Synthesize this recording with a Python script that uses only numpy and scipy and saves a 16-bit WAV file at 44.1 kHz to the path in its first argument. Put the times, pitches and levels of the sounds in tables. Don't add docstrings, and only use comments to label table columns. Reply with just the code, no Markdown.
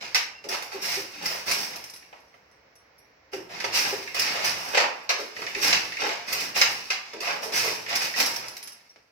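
import sys
import numpy as np
from scipy import signal
from scipy.fft import rfft, irfft, next_fast_len
from scipy.io import wavfile

SR = 44100
rng = np.random.default_rng(int(sys.argv[2]) if len(sys.argv) > 2 else 0)


def generate_wav(signal):
    frames = np.transpose(np.atleast_2d(signal))
    scaled = np.clip(frames, -1, 1) * 32767
    pcm = np.round(scaled).astype(np.int16)
    wavfile.write(sys.argv[1], SR, pcm)


N = 401751
TIME = np.arange(N) / SR

# time in seconds, energy given to wood, iron and wires in dB.
BLOW_ENERGIES = [(.146, -4.5, 13.5, 6), (.44, -16, -12, -18), (.487, -13, -25, -0.5), (.524, -2, -9, -20),
                 (.622, -9, -13, -7), (1.257, -13, -4, 3.5), (1.512, -27, -3, 8.5), (2.128, -13, -29, -40),
                 (2.341, -22.5, -42, -37), (3.333, -8, -7.5, -15.5), (3.601, -18, -2, -10.5),
                 (3.642, 2.5, 1.5, -8), (3.754, -13, 4, -12), (3.85, -3.5, 3, -14), (4.145, -2.5, -2, -1.5),
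                 (4.194, -21, -9, 8), (4.747, 9.5, 7.5, -5), (4.773, 9, 13.5, -3.5), (4.802, 9, 7, -7),
                 (4.836, 6.5, -8, -22), (5.092, -17, 11, -2.5), (5.103, 7.5, 2.5, -21),
                 (5.419, -4.5, -9.5, -16), (5.727, 2, 15, -2), (6.327, -14, -6, 6), (6.404, -8, -21, 0),
                 (6.563, 4.5, -13, -8), (6.613, -10, 17.5, 5), (6.903, -4, 9.5, -3.5),
                 (7.133, -10, -12, -20), (7.204, -29, -4, -5.5), (7.953, -13, -9, 8), (8.2, 5.5, 6.5, 9.5),
                 (8.259, -17, -16, 4.5)]
# frequency in Hz, spectral level in dB.
WIRE_SPECTRUM = [(200, -33.5), (1000, -10), (2400, -3.5), (3400, -8.5), (4500, -2.5), (5300, 7), (6100, -1),
                 (7100, -11), (8800, -12), (11200, -10.5), (14000, -12.5), (16000, -17)]


def gain_of(db):
    return 10 ** (np.asarray(db) / 20)


def unit_rms(x):
    return x / np.sqrt(np.mean(x ** 2) + 1e-20)


def unit_energy(x):
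    return x / np.sqrt(np.sum(x ** 2, axis=-1, keepdims=True) + 1e-20)


def curve_at(points, hz):
    point_hz, value = np.transpose(points)
    return np.interp(np.log(hz + 1), np.log(point_hz), value)


def add(mix, start_s, sound):
    part = mix[max(round(start_s * SR), 0):][:len(sound)]
    part += sound[:len(part)]


def through(drive, response):
    return signal.oaconvolve(drive, response)[:N]


def click(spectrum, size=4096):
    log_gain = np.log(gain_of(curve_at(spectrum, abs(np.fft.fftfreq(size, 1 / SR)))))
    minimum_phase = np.exp(np.conj(signal.hilbert(log_gain)))
    return unit_energy(np.fft.ifft(minimum_phase).real[:size // 2])


def ringing(modes, size=SR):
    t = np.arange(size) / SR
    out = np.zeros(size)
    for hz, db, t60 in modes:
        tone = np.sin(2 * np.pi * (hz * t + rng.random()))
        out += gain_of(db) * unit_energy(gain_of(-60 * t / t60) * tone)
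    return unit_energy(out)


def struck(spectrum, modes, ring_db, size=16384):
    out = gain_of(ring_db) * ringing(modes, size)
    add(out, 0, click(spectrum))
    return unit_energy(out)


def collisions(per_s, spread_db, size=N):
    strength = gain_of(spread_db * np.minimum(rng.exponential(1, size), 4))
    return unit_rms(strength * rng.choice([-1, 1], size) * (rng.random(size) < per_s / SR))


def blows(times, levels_db, chatter_s, contact_share, size=4096):
    out, t = np.zeros(N), np.arange(size) / SR
    for start_s, db in zip(times, levels_db):
        chatter = collisions(per_s=5000, spread_db=3.5, size=size) * np.exp(-t / chatter_s)
        burst = np.sqrt(1 - contact_share) * unit_energy(chatter)
        burst[0] = np.sqrt(contact_share)
        add(out, start_s, gain_of(db) * burst)
    return out


def shaking(group, fall_db_per_s, linger_db, rise_s=0.024, settle_db_per_s=45.5, size=65536):
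    # start and length in seconds, then the levels in dB of
    jerks = [(0.0, 0.0079, -38.5, -31.5, -41, -51.5), (0.486, 0.052, -30.5, -33.5, -36.5, -57),
             (0.701, 0.025, -37, -38.5, -42.5, -62), (0.803, .14, -40, -32, -30, -52.5),
             (1.11, 0.14, -47, -43, -50, -57), (1.204, 0.04, -38.5, -34, -37.5, -47.5),
             (1.268, 0.081, -37.5, -35.5, -36, -58), (1.454, 0.069, -32.5, -29, -29, -46),
             (1.561, 0.079, -43, -42.5, -34, -60), (1.693, .05, -42, -45.5, -54, -56),
             (2.132, .03, -58, -60, -69, -78), (3.313, 0.012, -37.5, -59, -43, -51),
             (3.483, 0.3, -40.5, -42, -49, -53.5), (3.716, 0.066, -37, -23.5, -24.5, -48),
             (3.82, 0.069, -34, -34.5, -32.5, -48.5), (4.14, 0.14, -36.5, -28, -37, -48),
             (4.288, 0.13, -30, -33.5, -40, -56), (4.421, 0.037, -34, -25, -26.5, -45.5),
             (4.55, 0.16, -38.5, -42.5, -39.5, -57.5), (4.72, 0.047, -24, -31.5, -49, -60),
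             (5.161, 0.016, -49, -32.5, -38.5, -64), (5.34, 0.32, -42, -41.5, -46.5, -55),
             (5.56, 0.059, -40, -36, -37, -62), (5.603, 0.07, -35, -24.5, -24, -43),
             (5.663, 0.027, -28.5, -23, -50, -44), (5.983, .11, -28.5, -28.5, -40, -56),
             (6.259, 0.17, -37.5, -33, -36, -48.5), (6.541, 0.027, -32.5, -20.5, -25, -44),
             (6.678, 0.021, -41, -53, -37, -53), (7.03, 0.18, -53, -48, -70, -71),
             (7.209, 0.089, -28, -30.5, -38.5, -52.5), (7.405, 0.033, -32.5, -59, -35, -57),
             (7.513, 0.07, -37.5, -26, -26, -48.5), (7.612, 0.08, -33.5, -32, -31, -49.5),
             (7.87, 0.086, -34, -29, -37.5, -46.5), (7.994, 0.017, -29.5, -26.5, -27, -56),
             (8.146, 0.04, -28, -24.5, -25.5, -42.5), (8.277, 0.053, -54, -39.5, -40, -65),
             (8.39, 0.048, -41.5, -48, -65, -57)]
    column = ["wood", "iron", "wires", "frame"].index(group)
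    power, t = np.zeros(N), np.arange(size) / SR
    for start_s, length_s, *levels_db in jerks:
        attack = gain_of(levels_db[column]) * np.minimum(t / rise_s, 1)
        after_s = np.maximum(t - length_s, 0)
        falling = gain_of(-fall_db_per_s * after_s)
        lingering = gain_of(linger_db - settle_db_per_s * after_s)
        add(power, start_s, attack ** 2 * (falling ** 2 + lingering ** 2))
    return np.sqrt(power)


def shared_bass(pair, corner_hz=330):
    size = next_fast_len(pair.shape[1] + 4096)
    hz = np.fft.rfftfreq(size, 1 / SR)
    coherence = 0.97 / np.sqrt(1 + (hz / corner_hz) ** 4)
    left, right = rfft(pair, size)
    right = coherence * left + np.sqrt(1 - coherence ** 2) * right
    return irfft(np.array([left, right]), size)[:, :pair.shape[1]]


def room_response(direct_db, early_db, lag_ms, early_s=0.0084, size=32768):
    # frequency in Hz, T60 in seconds.
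    reverberation = [(100, 0.84), (400, 0.56), (1000, 0.56), (2500, 0.41), (5500, 0.36), (9000, 0.3),
                     (16000, 0.26)]
    late_taps, early_taps = rng.choice([-1., 1.], (2, 2, size)) * (rng.random((2, 2, size)) < 5000 / SR)
    hz, t, bands = signal.stft(late_taps, SR, nperseg=256)
    decay = gain_of(-60 * t / curve_at(reverberation, hz)[:, None])
    tail = signal.istft(bands * decay, SR, nperseg=256)[1][:, :size]
    early = early_taps * np.exp(-np.arange(size) / SR / early_s)
    response = unit_energy(tail) + gain_of(early_db) * unit_energy(early)
    response[0, 0] += gain_of(direct_db)
    response[1, round(lag_ms * SR / 1000)] += gain_of(direct_db)
    return unit_energy(shared_bass(response))


def room(source, direct_db, early_db, lag_ms, positions=4, crossfade_s=0.11):
    position = TIME / crossfade_s
    out = np.zeros((2, N))
    for k in range(positions):
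        away = abs((position - k + positions / 2) % positions - positions / 2)
        part = source * np.cos(np.pi / 2 * np.minimum(away, 1))
        out += [through(part, side) for side in room_response(direct_db, early_db, lag_ms)]
    return out


def hush(base_db=-69.5):
    # frequency in Hz, spectral level in dB.
    spectrum = [(15, -57), (25, -50), (40, -26), (55, -7), (229, -12.5), (309, -8.5), (344, -13), (451, -5),
                (1330, -11), (2220, -8.5), (3430, -23), (5570, -16.5), (10700, -64.5), (13600, -39),
                (16000, -27)]
    # time in seconds, level above the base in dB.
    drift = [(0, 11.5), (3.3, 10), (8.5, 1.5), (9.11, 2)]
    size = next_fast_len(N)
    colour = gain_of(curve_at(spectrum, np.fft.rfftfreq(size, 1 / SR)))
    noise = irfft(rfft(rng.standard_normal((2, size))) * colour, size)
    level_db = base_db + np.interp(TIME, *np.transpose(drift))
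    return gain_of(level_db) * unit_rms(shared_bass(noise)[:, :N])


def timber_frame():
    # frequency in Hz, spectral level in dB.
    spectrum = [(30, -26.5), (60, -26.5), (120, -6.5), (175, 4), (260, 5), (400, 15), (700, 1), (1500, -54),
                (16000, -82)]
    # frequency in Hz, energy in dB, T60 in seconds.
    modes = [(122.4, -0.5, 0.27), (170.6, -1.5, 0.079), (229, -9.5, 0.51)]
    drive = shaking("frame", fall_db_per_s=169, linger_db=-5.5) * collisions(per_s=910, spread_db=3)
    rumble = through(drive, struck(spectrum, modes, ring_db=-9))
    return gain_of(0.5) * room(rumble, direct_db=0.5, early_db=2, lag_ms=0.05)


def latch(start_s=8.96):
    # frequency in Hz, spectral level in dB.
    spectrum = [(150, -12.5), (450, 3), (1000, -3), (2200, 1), (3500, -11), (5300, -3), (8000, -27),
                (16000, -42)]
    out = np.zeros(N)
    add(out, start_s, gain_of(-23.5) * click(spectrum))
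    return room(out, direct_db=-10, early_db=0, lag_ms=0.13, positions=2)


def return_spring():
    # time in seconds, energy in dB.
    strikes = [(0.144, -26), (0.351, -17), (0.383, -17.5)]
    # frequency in Hz, energy in dB, T60 in seconds.
    modes = [(2740, -15, 0.65), (2740, 3.5, 0.16), (5140, -1, .45), (5560, -17, .4)]
    out = np.zeros(N)
    for start_s, db in strikes:
        add(out, start_s, gain_of(db) * ringing(modes))
    return np.array([out, 0.8 * out])


def link_chinks(detune=0.03):
    # time in seconds, energy in dB.
    chinks = [(2.025, -21.5), (4.075, -5.5), (5.365, -7.5), (5.466, -1.5), (5.549, 1), (5.921, -4),
              (5.969, -2), (7.863, -5), (8.139, -2)]
    # frequency in Hz, spectral level in dB.
    spectrum = [(300, -52), (1400, -20), (1750, 4.5), (2600, 3), (3300, -11), (4100, -7.5), (5500, -4),
                (8000, -24.5), (16000, -44)]
    # frequency in Hz, energy in dB, T60 in seconds.
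    modes = [(1763, -19.5, .1), (2073, 7.5, 0.057), (2546, -1, .1), (2770, 2.5, 0.036), (3700, -5, .08)]
    out = np.zeros(N)
    for start_s, db in chinks:
        shifted = [(hz * (1 + detune * rng.standard_normal()), level, t60) for hz, level, t60 in modes]
        add(out, start_s, gain_of(db) * struck(spectrum, shifted, ring_db=-3, size=8192))
    return room(out, direct_db=-16, early_db=-3.5, lag_ms=0.3, positions=2)


def wire_pings(detune=0.0092, brightening=0.74, medium_db=-16):
    # time in seconds, energy in dB.
    touches = [(1.759, -6.5), (1.84, -10), (1.898, -12.5), (1.937, -13), (1.962, -14), (2.025, -30),
               (2.2, -33), (2.28, -36), (2.513, -31), (2.754, -26), (2.982, -27), (8.362, -1.5),
               (8.483, -7), (8.568, -6.5), (8.628, -10), (8.674, -8.5), (8.721, -15.5), (8.894, -28)]
    # frequency in Hz, energy in dB, T60 in seconds.
    modes = [(4660, -12, 0.33), (5660, 27, 0.12), (5500, 10, 0.35), (5600, 8, .25), (6100, -18, 0.11),
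             (8150, 13, 0.17), (8750, 11, 0.2), (10440, 16, 0.14), (11200, 26, 0.073), (13684, 16, 0.07),
             (14250, 1, .24), (15100, -16, .25)]
    lowest_hz = modes[0][0]
    out = np.zeros(N)
    for start_s, db in touches:
        hardness_db = db - medium_db
        excited = []
        for hz, mode_db, t60 in modes:
            shifted_hz = hz * (1 + detune * rng.standard_normal())
            tilt_db = brightening * hardness_db * np.log2(hz / lowest_hz)
            excited.append((shifted_hz, mode_db + 2 * rng.standard_normal() + tilt_db, t60))
        touch = blows([0], [db], chatter_s=0.003, contact_share=0.7)[:2048]
        wire = struck(WIRE_SPECTRUM, excited, ring_db=-2 - 0.67 * hardness_db, size=8192)
        add(out, start_s, signal.fftconvolve(touch, wire))
    return room(out, direct_db=-9, early_db=1, lag_ms=0.34)


def treadle_knocks(width_hz=135, blow_s=0.011, shudder_s=0.076, bounces_per_s=110, settle_s=0.28):
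    # start in seconds, level in dB, pitch in Hz,
    # level of the shudder relative to the blow in dB.
    knocks = [(0.441, -38, 423, 0), (0.741, -34, 390, -7), (0.968, -34.5, 392, -7.5),
              (3.331, -28.5, 394, -10), (3.637, -36, 420, -7), (3.923, -24, 403, -15),
              (5.188, -32, 431, -6), (5.384, -49, 447, 8), (5.554, -37, 408, -3.5), (6.021, -36, 447, 2),
              (7.131, -45.5, 440, 7.5), (7.451, -34.5, 432, -0.5), (7.639, -32, 450, 1.5)]
    # frequency as a multiple of the pitch, level in dB.
    modes = [(1, 0), (1.3, -8.5), (2.02, -15)]
    size = 8192
    out, t = np.zeros((2, N)), np.arange(size) / SR
    blow_envelope = (t / blow_s) ** 2 * np.exp(2 * (1 - t / blow_s))
    swell = np.pi * width_hz * t
    bounce_envelope = swell * np.exp(-swell)
    for start_s, db, hz, shudder_db in knocks:
        tone = np.sqrt(2) * sum(gain_of(level) * np.sin(2 * np.pi * ratio * hz * t)
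                                for ratio, level in modes)
        for side in out:
            slots = np.arange(1, 1 + shudder_s * bounces_per_s)
            bounce_s = (slots + rng.random(len(slots))) / bounces_per_s
            strengths = rng.uniform(0.5, 1, len(slots)) * np.exp(-bounce_s / settle_s)
            bounces = np.bincount((bounce_s * SR).astype(int), strengths, size)
            shudder = signal.fftconvolve(bounces, bounce_envelope * tone)[:size]
            shudder = gain_of(shudder_db) * unit_energy(shudder) * np.sqrt(shudder_s * SR)
            add(side, start_s, gain_of(db) * (blow_envelope * tone + shudder))
    echo = room(out.mean(0), direct_db=-35, early_db=4, lag_ms=0.3, positions=2)
    return 0.5 * out + 0.27 * out[::-1] + gain_of(-6) * echo


def wood_clatter():
    # frequency in Hz, spectral level in dB.
    spectrum = [(60, -55), (200, -21), (380, -13), (520, -3.5), (670, -0.5), (850, 0), (1080, -4),
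                (1700, -6.5), (2700, -5), (4000, -23.5), (16000, -64.5)]
    # frequency in Hz, energy in dB, T60 in seconds.
    modes = [(547, -17.5, 0.15), (697, 0.5, 0.17), (780, -4.5, 0.27), (849, 3, 0.16), (928, 7, .1)]
    times, wood_db, _, _ = np.transpose(BLOW_ENERGIES)
    drive = shaking("wood", fall_db_per_s=212.5, linger_db=-11) * collisions(per_s=900, spread_db=4.5)
    drive += blows(times, wood_db, chatter_s=0.0069, contact_share=0.64)
    clatter = through(drive, struck(spectrum, modes, ring_db=-15.5))
    return gain_of(-1.8) * room(clatter, direct_db=-15.5, early_db=2, lag_ms=0.41)


def iron_clanks():
    # frequency in Hz, spectral level in dB.
    spectrum = [(100, -47), (500, -15), (1050, -7.5), (1350, -9), (1700, -3), (2150, -0.5), (2750, 0.5),
                (3300, -10), (4000, -6), (5300, -2), (6100, -8.5), (7200, -17), (10000, -38), (16000, -47)]
    # frequency in Hz, energy in dB, T60 in seconds.
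    modes = [(1320, -11, 0.35), (1537, 6.5, 0.21), (1690, -25, 0.25), (2277, -8.5, 0.033),
             (2583, -19.5, .08), (2640, 4, 0.06), (4140, -29.5, .1), (5290, 11.5, .06)]
    times, _, iron_db, _ = np.transpose(BLOW_ENERGIES)
    drive = shaking("iron", fall_db_per_s=210, linger_db=-10) * collisions(per_s=900, spread_db=3)
    drive += blows(times, iron_db, chatter_s=0.011, contact_share=0.26)
    clanks = through(drive, struck(spectrum, modes, ring_db=-24))
    return gain_of(-0.47) * room(clanks, direct_db=-19, early_db=-2, lag_ms=0.42)


def wire_rattle(count=48, neighbours=12, wires_per_s=18, t60_s=0.053):
    mode_ratios, modes_db = np.array([1, 1.5, 2.15, 2.55]), (1, 5, 1.5, 8.5)
    times, _, _, wire_db = np.transpose(BLOW_ENERGIES)
    drive = shaking("wires", fall_db_per_s=196.5, linger_db=-12) * collisions(per_s=800, spread_db=3)
    drive += blows(times, wire_db, chatter_s=0.0035, contact_share=0.09)
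    wire_hit = (rng.integers(0, neighbours, N) + (wires_per_s * TIME).astype(int)) % count
    out = np.zeros(N)
    for wire in range(count):
        pitches_hz = rng.uniform(4600, 6100) * mode_ratios * rng.uniform(0.91, 1.09, 4)
        modes = [(hz, db, t60_s) for hz, db in zip(pitches_hz, modes_db)]
        out += through(drive * (wire_hit == wire), struck(WIRE_SPECTRUM, modes, ring_db=-11))
    return gain_of(0.36) * room(out, direct_db=-41.5, early_db=-3.5, lag_ms=0.42)


def scene():
    rattle = timber_frame() + wood_clatter() + iron_clanks() + wire_rattle()
    return rattle + link_chinks() + wire_pings() + return_spring() + latch() + treadle_knocks() + hush()


def record(dry, cutoff_hz=16000):
    # frequency in Hz, level of left over right in dB.
    balance = [(60, 0.5), (99, 0.5), (160, -0.5), (270, -0.5), (450, -1.0), (740, 0.5), (1220, -4),
               (2010, -3.5), (3330, 0), (5500, -1), (9080, -6), (15000, -6)]
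    size = next_fast_len(N + 4096)
    balance_db = curve_at(balance, np.fft.rfftfreq(size, 1 / SR))
    ports = gain_of(np.array([balance_db, -balance_db]) / 2)
    ports /= np.sqrt(np.mean(ports ** 2, axis=0))
    heard = irfft(rfft(dry, size) * ports, size)[:, :N]
    low_pass = signal.firwin(511, cutoff_hz, window=("kaiser", 9), fs=SR)
    return signal.oaconvolve(heard, low_pass[None], "same")


dry = scene()
out = record(dry)
generate_wav(out)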